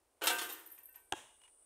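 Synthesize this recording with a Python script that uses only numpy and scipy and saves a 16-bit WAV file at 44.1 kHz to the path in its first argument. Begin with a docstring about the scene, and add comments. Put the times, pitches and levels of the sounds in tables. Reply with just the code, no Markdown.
"""An open court outdoors: a basketball drops through a hoop with a chain net, then bounces once on asphalt.
Random link contacts, shaped in bursts, excite the damped modes of rim and backboard; the links then tinkle
through narrow resonances as the net swings out. The bounce is a slap of short skin modes and its duller echo,
a swell of mid-band noise, the ringing air inside the ball and scattered noise, with a thin high tone after it.
Filtered clicks give the faint scuff of shoes; shaped noise gives the insects in the grass and the open air."""
import sys
import numpy as np
from scipy import signal
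from scipy.fft import rfft, irfft
from scipy.io import wavfile

SR = 44100
rng = np.random.default_rng(int(sys.argv[2]) if len(sys.argv) > 2 else 0)


def int16_out(signal):
    """Quantize to a 16-bit WAV file."""
    q = np.round(np.clip(np.atleast_2d(signal).T, -1, 1) * 32767)
    wavfile.write(sys.argv[1], SR, q.astype(np.int16))


N = 72765  # samples


def undb(db):
    """Amplitude ratio of a level in decibels."""
    return 10 ** (np.asarray(db) / 20)


def unit(x):
    """Normalisation to a root-mean-square value of 1."""
    return x / np.sqrt(np.mean(x ** 2))


def since(start):
    """Elapsed time in seconds since a moment, zero before it."""
    return np.maximum(np.arange(N) / SR - start, 0)


def decay(t, t60):
    """Exponential damping: the amplitude falls by 60 dB in t60 seconds."""
    return np.exp(-np.log(1000) * t / t60)


def burst(start, rise, t60):
    """Envelope of a transient: linear rise, then exponential decay."""
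    return np.minimum(since(start) / rise, 1) * decay(since(start + rise), t60)


def colour(x, points):
    """Minimum-phase filtering: the folded cepstrum makes a causal filter of unit power gain."""
    hz, db = np.array(points).T
    grid_hz = np.arange(N + 1) * SR / (2 * N)
    gain = undb(np.interp(np.log(grid_hz + 1), np.log(hz), db))
    cepstrum = irfft(np.log(unit(gain)))
    cepstrum[1:N] *= 2
    cepstrum[N + 1:] = 0
    response = np.exp(rfft(cepstrum))
    return irfft(rfft(x, 2 * N) * response)[:N]


def band(x, hz, kind, order=2):
    """Butterworth filtering: a maximally flat passband."""
    return signal.sosfilt(signal.butter(order, hz, kind, fs=SR, output="sos"), x)


def around(x, hz, width):
    """Band-pass filtering as a narrow resonance centred on one frequency."""
    return band(x, [hz - width / 2, hz + width / 2], "band")


def noise():
    """White noise: equal expected power at every frequency."""
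    return rng.standard_normal(N)


def clicks(rate):
    """Random impulses: contacts at an average rate per second, of uneven strength and either sign, rms 1."""
    spread_db = 4
    contact = rng.random(N) < rate / SR
    sign = np.sign(noise())
    strength = undb(spread_db * np.clip(noise(), -2, 2))
    return unit(contact * sign * strength)


def ring(modes, start):
    """Modal superposition: modes struck together build up and decay; neighbours swing opposite ways."""
    build_cycles = 1  # time constant of the build-up, in cycles of the mode
    t = since(start)
    total = 0
    for k, (hz, db, t60) in enumerate(modes):
        swing = (-1) ** k * undb(db) * np.sin(2 * np.pi * hz * t)
        build_up = 1 - np.exp(-t * hz / build_cycles)
        total = total + swing * build_up * decay(t, t60)
    return total


def through(x, response):
    """Convolution: a linear system driven by x, its impulse response scaled to unit energy."""
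    return signal.fftconvolve(x, unit(response))[:N] / np.sqrt(N)


def metal(t60, count):
    """Modal density: inharmonic modes, one at a random place in each equal slice of the spectrum."""
    bins = ((np.arange(count) + rng.random(count)) * (N // 2) / count).astype(int)
    lines = np.zeros(N // 2 + 1, complex)
    lines[bins] = np.exp(2j * np.pi * rng.random(count))
    return irfft(lines, N) * burst(0, 0.0016, t60)


def outdoors():
    """Spectral shaping of noise: insects buzz in a narrow high band over quiet open air."""
    # spectra of insects and open air, relative per hertz: f/Hz, level/dB
    insect_spectrum = [(6000, -35), (7600, -19.5), (8150, 4.5), (8600, -6), (9200, 6.5), (9800, -1),
                       (10500, -20.5), (14000, -32)]
    air_spectrum = [(25, -1), (60, 0), (110, -10.5), (160, -18), (350, -3.5), (950, -8), (1600, -16.5),
                    (4000, -22), (10000, -20.5), (15000, -25.5)]
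    # level of the insects over time: t/s, level/dB
    buzz_level = [(0, -86.5), (0.2, -83.5), (0.6, -69), (0.95, -71.5), (1.2, -70), (1.36, -68.5),
                  (1.65, -66.5)]
    air_db = -76.5

    when, db = np.array(buzz_level).T
    insects = undb(np.interp(since(0), when, db)) * colour(noise(), insect_spectrum)
    return insects + undb(air_db) * colour(noise(), air_spectrum)


def hoop():
    """Forced vibration: bursts of chain clicks drive other links, rim modes and backboard; the pole shudders."""
    # ball against rim and chain: start t/s, relative level/dB, rise/s, decay time t60/s,
    # bass/dB, treble/dB, drive of the rim/dB
    rattle_bursts = [(0.212, -54, 0.00078, 0.034, 16.5, -7.5, -5), (0.217, -39, 0.0026, 0.12, 9, -7.5, -3),
                     (0.229, -39, 0.01, 0.16, 5, 1.5, -1), (0.255, -39.5, 0.0029, 0.053, 4, -1.5, -8),
                     (0.270, -26, .001, 0.084, -10, 3.5, -3), (0.294, -29.5, 0.0077, .12, -3.5, -6.5, 4),
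                     (0.383, -37.5, 0.0023, 0.076, -16, 5.5, -6),
                     (0.411, -36, 0.0041, 0.13, -0.5, -0.5, -1.5),
                     (0.485, -51.5, 0.0088, 0.27, 5.5, 6, 4.5)]
    # modes of rim and backboard: f/Hz, relative level/dB, t60/s
    hoop_modes = [(319.9, -9.5, 0.73), (381.7, -8, 0.52), (507, 1.5, 0.39), (717, 2.5, .55), (938, 0, 0.6),
                  (1043, -8, 0.38), (1209, -1, .6), (1450, 2.5, .45), (1560, 6.5, 0.58), (1812, -0.5, 0.86),
                  (1975, 1, .2), (2676, 6, 0.35), (2824, 5.5, 0.27), (3200, -14, 0.19), (3725, -4, 0.36)]
    # spectra of chain, clanking links, backboard and pole, relative per hertz: f/Hz, level/dB
    chain_spectrum = [(25, -38.5), (75, -33.5), (190, -14), (250, -20.5), (330, 4.5), (600, -2.5),
                      (1500, -1), (2250, -7.5), (3000, -1.5), (4800, -9), (7500, -7.5), (9300, -3.5),
                      (11000, -13), (15500, -13.5)]
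    clank_spectrum = [(200, -18), (700, -3.5), (1600, -0.5), (3300, 3), (5000, -0.5), (9000, -2.5),
                      (15000, -5.5)]
    board_spectrum = [(30, -9), (80, 10), (170, -2), (300, 0), (700, -3), (2000, 1), (4500, -6),
                      (9000, -3.5), (15000, -1.5)]
    pole_spectrum = [(30, -32.5), (80, -9), (170, -3), (225, 6.5), (300, -0.5), (600, -26.5), (2000, -48)]
    contacts_per_s, bass_hz, treble_hz = 3000, 900, 4230
    direct_db, rim_gain_db = -3, -13
    clank_db, clank_t60_s = -3.5, 0.1
    board_db, board_t60_s = -7, 0.75
    pole_db, pole_s, pole_rise_s, pole_t60_s = -63.5, 0.22, 0.14, 0.52

    chain = colour(clicks(contacts_per_s), chain_spectrum)
    bass = band(chain, bass_hz, "low", order=1)
    treble = band(chain, treble_hz, "high", order=1)
    middle = chain - bass - treble

    rattle = clank = rim_drive = 0
    for start, db, rise, t60, bass_db, treble_db, rim_db in rattle_bursts:
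        balanced = middle + undb(bass_db) * bass + undb(treble_db) * treble
        shake = undb(db) * burst(start, rise, t60) * balanced
        rattle = rattle + shake
        # each burst clanks a fresh set of links
        clank = clank + through(shake, metal(clank_t60_s, count=75))
        rim_drive = rim_drive + undb(rim_db) * shake

    direct = undb(direct_db) * rattle
    clanking = undb(clank_db) * colour(clank, clank_spectrum)
    board_response = colour(metal(board_t60_s, count=2500), board_spectrum)
    board = undb(board_db) * through(rattle, board_response)
    rim = undb(rim_gain_db) * through(rim_drive, ring(hoop_modes, 0))
    pole = undb(pole_db) * colour(noise(), pole_spectrum) * burst(pole_s, pole_rise_s, pole_t60_s)
    return direct + clanking + board + rim + pole


def net():
    """Resonance under random impact: flurries of contacts ring the steel links very high, with a tail."""
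    # links tinkling against each other: start t/s, level/dB, t60/s, upper resonances/dB
    flurries = [(0.231, -41, 0.2, 0), (0.255, -41, .12, 0), (0.32, -46, 0.28, -2), (0.413, -47.5, 0.23, -2),
                (0.443, -52, .1, 4), (0.492, -47, .2, -1), (0.522, -38, 0.041, 2.5), (0.59, -61.5, 0.2, 2),
                (0.658, -53, 0.089, 3), (0.669, -58.5, 0.044, 2), (0.699, -58, .07, -8),
                (0.714, -49, 0.13, -5), (0.745, -59, 0.06, 5), (0.784, -52.5, 0.053, 4),
                (0.83, -56, .12, -5), (0.854, -44.5, 0.037, -13), (0.886, -55.5, 0.046, 1),
                (0.921, -59, 0.092, 4), (0.955, -54, 0.063, -8), (0.997, -68.5, 0.11, -1.5)]
    # lower and upper link resonances: f/Hz, width/Hz, relative level/dB
    lower_links = [(9800, 650, -15), (12470, 460, -1.5), (12900, 350, -9.5)]
    upper_links = [(13780, 470, -3.5), (14850, 250, -13)]
    contacts_per_s, rise_s = 2800, 0.005
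    tail_db, tail_t60_s = -8, 0.37

    contacts = clicks(contacts_per_s)
    lower = sum(undb(db) * around(contacts, hz, width) for hz, width, db in lower_links)
    upper = sum(undb(db) * around(contacts, hz, width) for hz, width, db in upper_links)
    tinkle = 0
    for start, db, t60, upper_db in flurries:
        links = unit(lower + undb(upper_db) * upper)
        tinkle = tinkle + undb(db) * burst(start, rise_s, t60) * links
    tail = through(tinkle, noise() * burst(0, 0.002, tail_t60_s))
    return tinkle + undb(tail_db) * tail


def steps():
    """Granular friction: soles crunch lightly on loose grit in many small contacts."""
    # shoes on grit: start t/s, level/dB, t60/s
    scuffs = [(0.776, -62, 0.15), (0.942, -63.5, 0.29), (1.415, -64, .04), (1.435, -63.5, 0.075),
              (1.449, -68.5, 0.12), (1.477, -69, 0.081)]
    # spectrum of the grit, relative per hertz: f/Hz, level/dB
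    grit_spectrum = [(60, -22), (170, 0.5), (400, -18), (950, 9), (1300, -1), (1800, 0.5), (2800, 3.5),
                     (4500, -11), (9000, -2), (15000, -24)]
    envelope = sum(undb(db) * burst(start, 0.0021, t60) for start, db, t60 in scuffs)
    return colour(clicks(3700), grit_spectrum) * envelope


def hooks():
    """Resonance under friction: the swinging chain tugs at its hooks, and scraping noise makes them ping."""
    # tugs of the chain: start t/s, relative level/dB
    tugs = [(0.777, -63), (0.879, -65), (0.946, -61.5)]
    # hook modes: f/Hz, relative level/dB, t60/s
    hook_modes = [(960, -7.5, 0.28), (1542, -4, 0.47), (1840, 0.5, 0.17), (2315, -10, 0.9),
                  (2675, -0.5, 0.21), (2880, -21, 0.33)]
    rise_s, t60_s = 0.0067, 0.1
    scrape = noise() * sum(undb(db) * burst(start, rise_s, t60_s) for start, db in tugs)
    return through(scrape, ring(hook_modes, 0))


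def bounce():
    """Impact excitation and reflection: slap, duller echo, noise swell, air modes, scatter from fence and trees."""
    # modes of the skin slapping the ground, of the duller echo off the backboard or pole,
    # and of the air inside the ball: f/Hz, relative level/dB, t60/s
    slap_modes = [(91.8, -2, 0.027), (351, -3.5, 0.024), (774, 5.5, 0.015), (960, -11.5, 0.036),
                  (1613, -1.5, 0.016), (2830, 6.5, 0.0053), (3395, 7, 0.0041), (6350, 3.5, 0.0029),
                  (8250, -11.5, 0.018), (9940, -12.5, 0.014), (12700, -17, 0.0085)]
    echo_modes = [(340, -2.5, 0.029), (850, 4.5, 0.012), (1600, -4.5, 0.007), (2910, -3, 0.0025),
                  (7240, -5, 0.00164)]
    cavity_modes = [(868, 0, 0.45), (1637, 1.5, 0.25), (2487, -27, .3), (2750, -5, 0.31), (2760, -2, .4),
                    (3277, 6.5, 0.17), (3480, -27, 0.23), (3741, -7.5, 0.55)]
    # spectrum scattered by the surroundings, relative per hertz: f/Hz, level/dB
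    surround_spectrum = [(50, -15), (110, -1), (170, -5), (320, -3.5), (900, 5), (1300, -3.5), (1700, 1),
                         (2200, -4.5), (3200, 2.5), (4600, -15.5), (6300, -4.5), (9000, -3.5), (13000, -22)]
    bounce_s, slap_db, cavity_db = 1.1236, -25, -55
    echo_delay_s, echo_db = 0.0118, -27
    swell_lead_s, swell_s, swell_db = 0.003, 0.016, -41
    scatter_delay_s, scatter_rise_s, scatter_t60_s, scatter_db = 0.0053, 0.04, 0.5, -52

    slap = undb(slap_db) * ring(slap_modes, bounce_s)
    echo = undb(echo_db) * ring(echo_modes, bounce_s + echo_delay_s)

    # a short half-sine swell of mid-band noise around the impact, starting just before the slap
    half_sine = np.sin(np.pi * np.minimum(since(bounce_s - swell_lead_s) / swell_s, 1))
    swell = undb(swell_db) * half_sine * unit(band(noise(), [600, 1300], "band"))

    cavity = undb(cavity_db) * ring(cavity_modes, bounce_s)
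    spread = burst(bounce_s + scatter_delay_s, scatter_rise_s, scatter_t60_s)
    scatter = undb(scatter_db) * colour(noise(), surround_spectrum) * spread
    return slap + echo + swell + cavity + scatter


def thin_tone():
    """Narrow-band noise: its random envelope makes a faint, wavering pair of high notes after the bounce."""
    # the two notes: f/Hz, width/Hz, relative level/dB
    note_bands = [(2890, 34, -3.5), (3520, 40, -12.5)]
    # level of the pair over time: t/s, level/dB
    tone_level = [(1.2, -100), (1.28, -71), (1.37, -74.5), (1.395, -81), (1.44, -65.5), (1.501, -81.5),
                  (1.65, -89.5)]
    when, db = np.array(tone_level).T
    notes = sum(undb(note_db) * unit(around(noise(), hz, width)) for hz, width, note_db in note_bands)
    return undb(np.interp(since(0), when, db)) * notes


def scene():
    """Superposition: the pressures of all sources add at one microphone."""
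    return (outdoors() + hoop() + net() + steps() + hooks() + bounce() + thin_tone())[None]


def record(dry):
    """Linear filtering: the microphone dips in the upper bass and loses rumble; the recorder cuts the top."""
    dip_hz, dip_width_hz, low_hz, cutoff_hz = 168, 75, 30, 15600
    dip_edges = [dip_hz - dip_width_hz / 2, dip_hz + dip_width_hz / 2]
    hollow = band(dry, dip_edges, "bandstop", order=1)
    without_rumble = band(hollow, low_hz, "high", order=1)
    # steep elliptic low-pass: 0.2 dB ripple, 80 dB rejection
    top_cut = signal.ellip(10, 0.2, 80, cutoff_hz, fs=SR, output="sos")
    return signal.sosfilt(top_cut, without_rumble)


dry = scene()
out = record(dry)
int16_out(out)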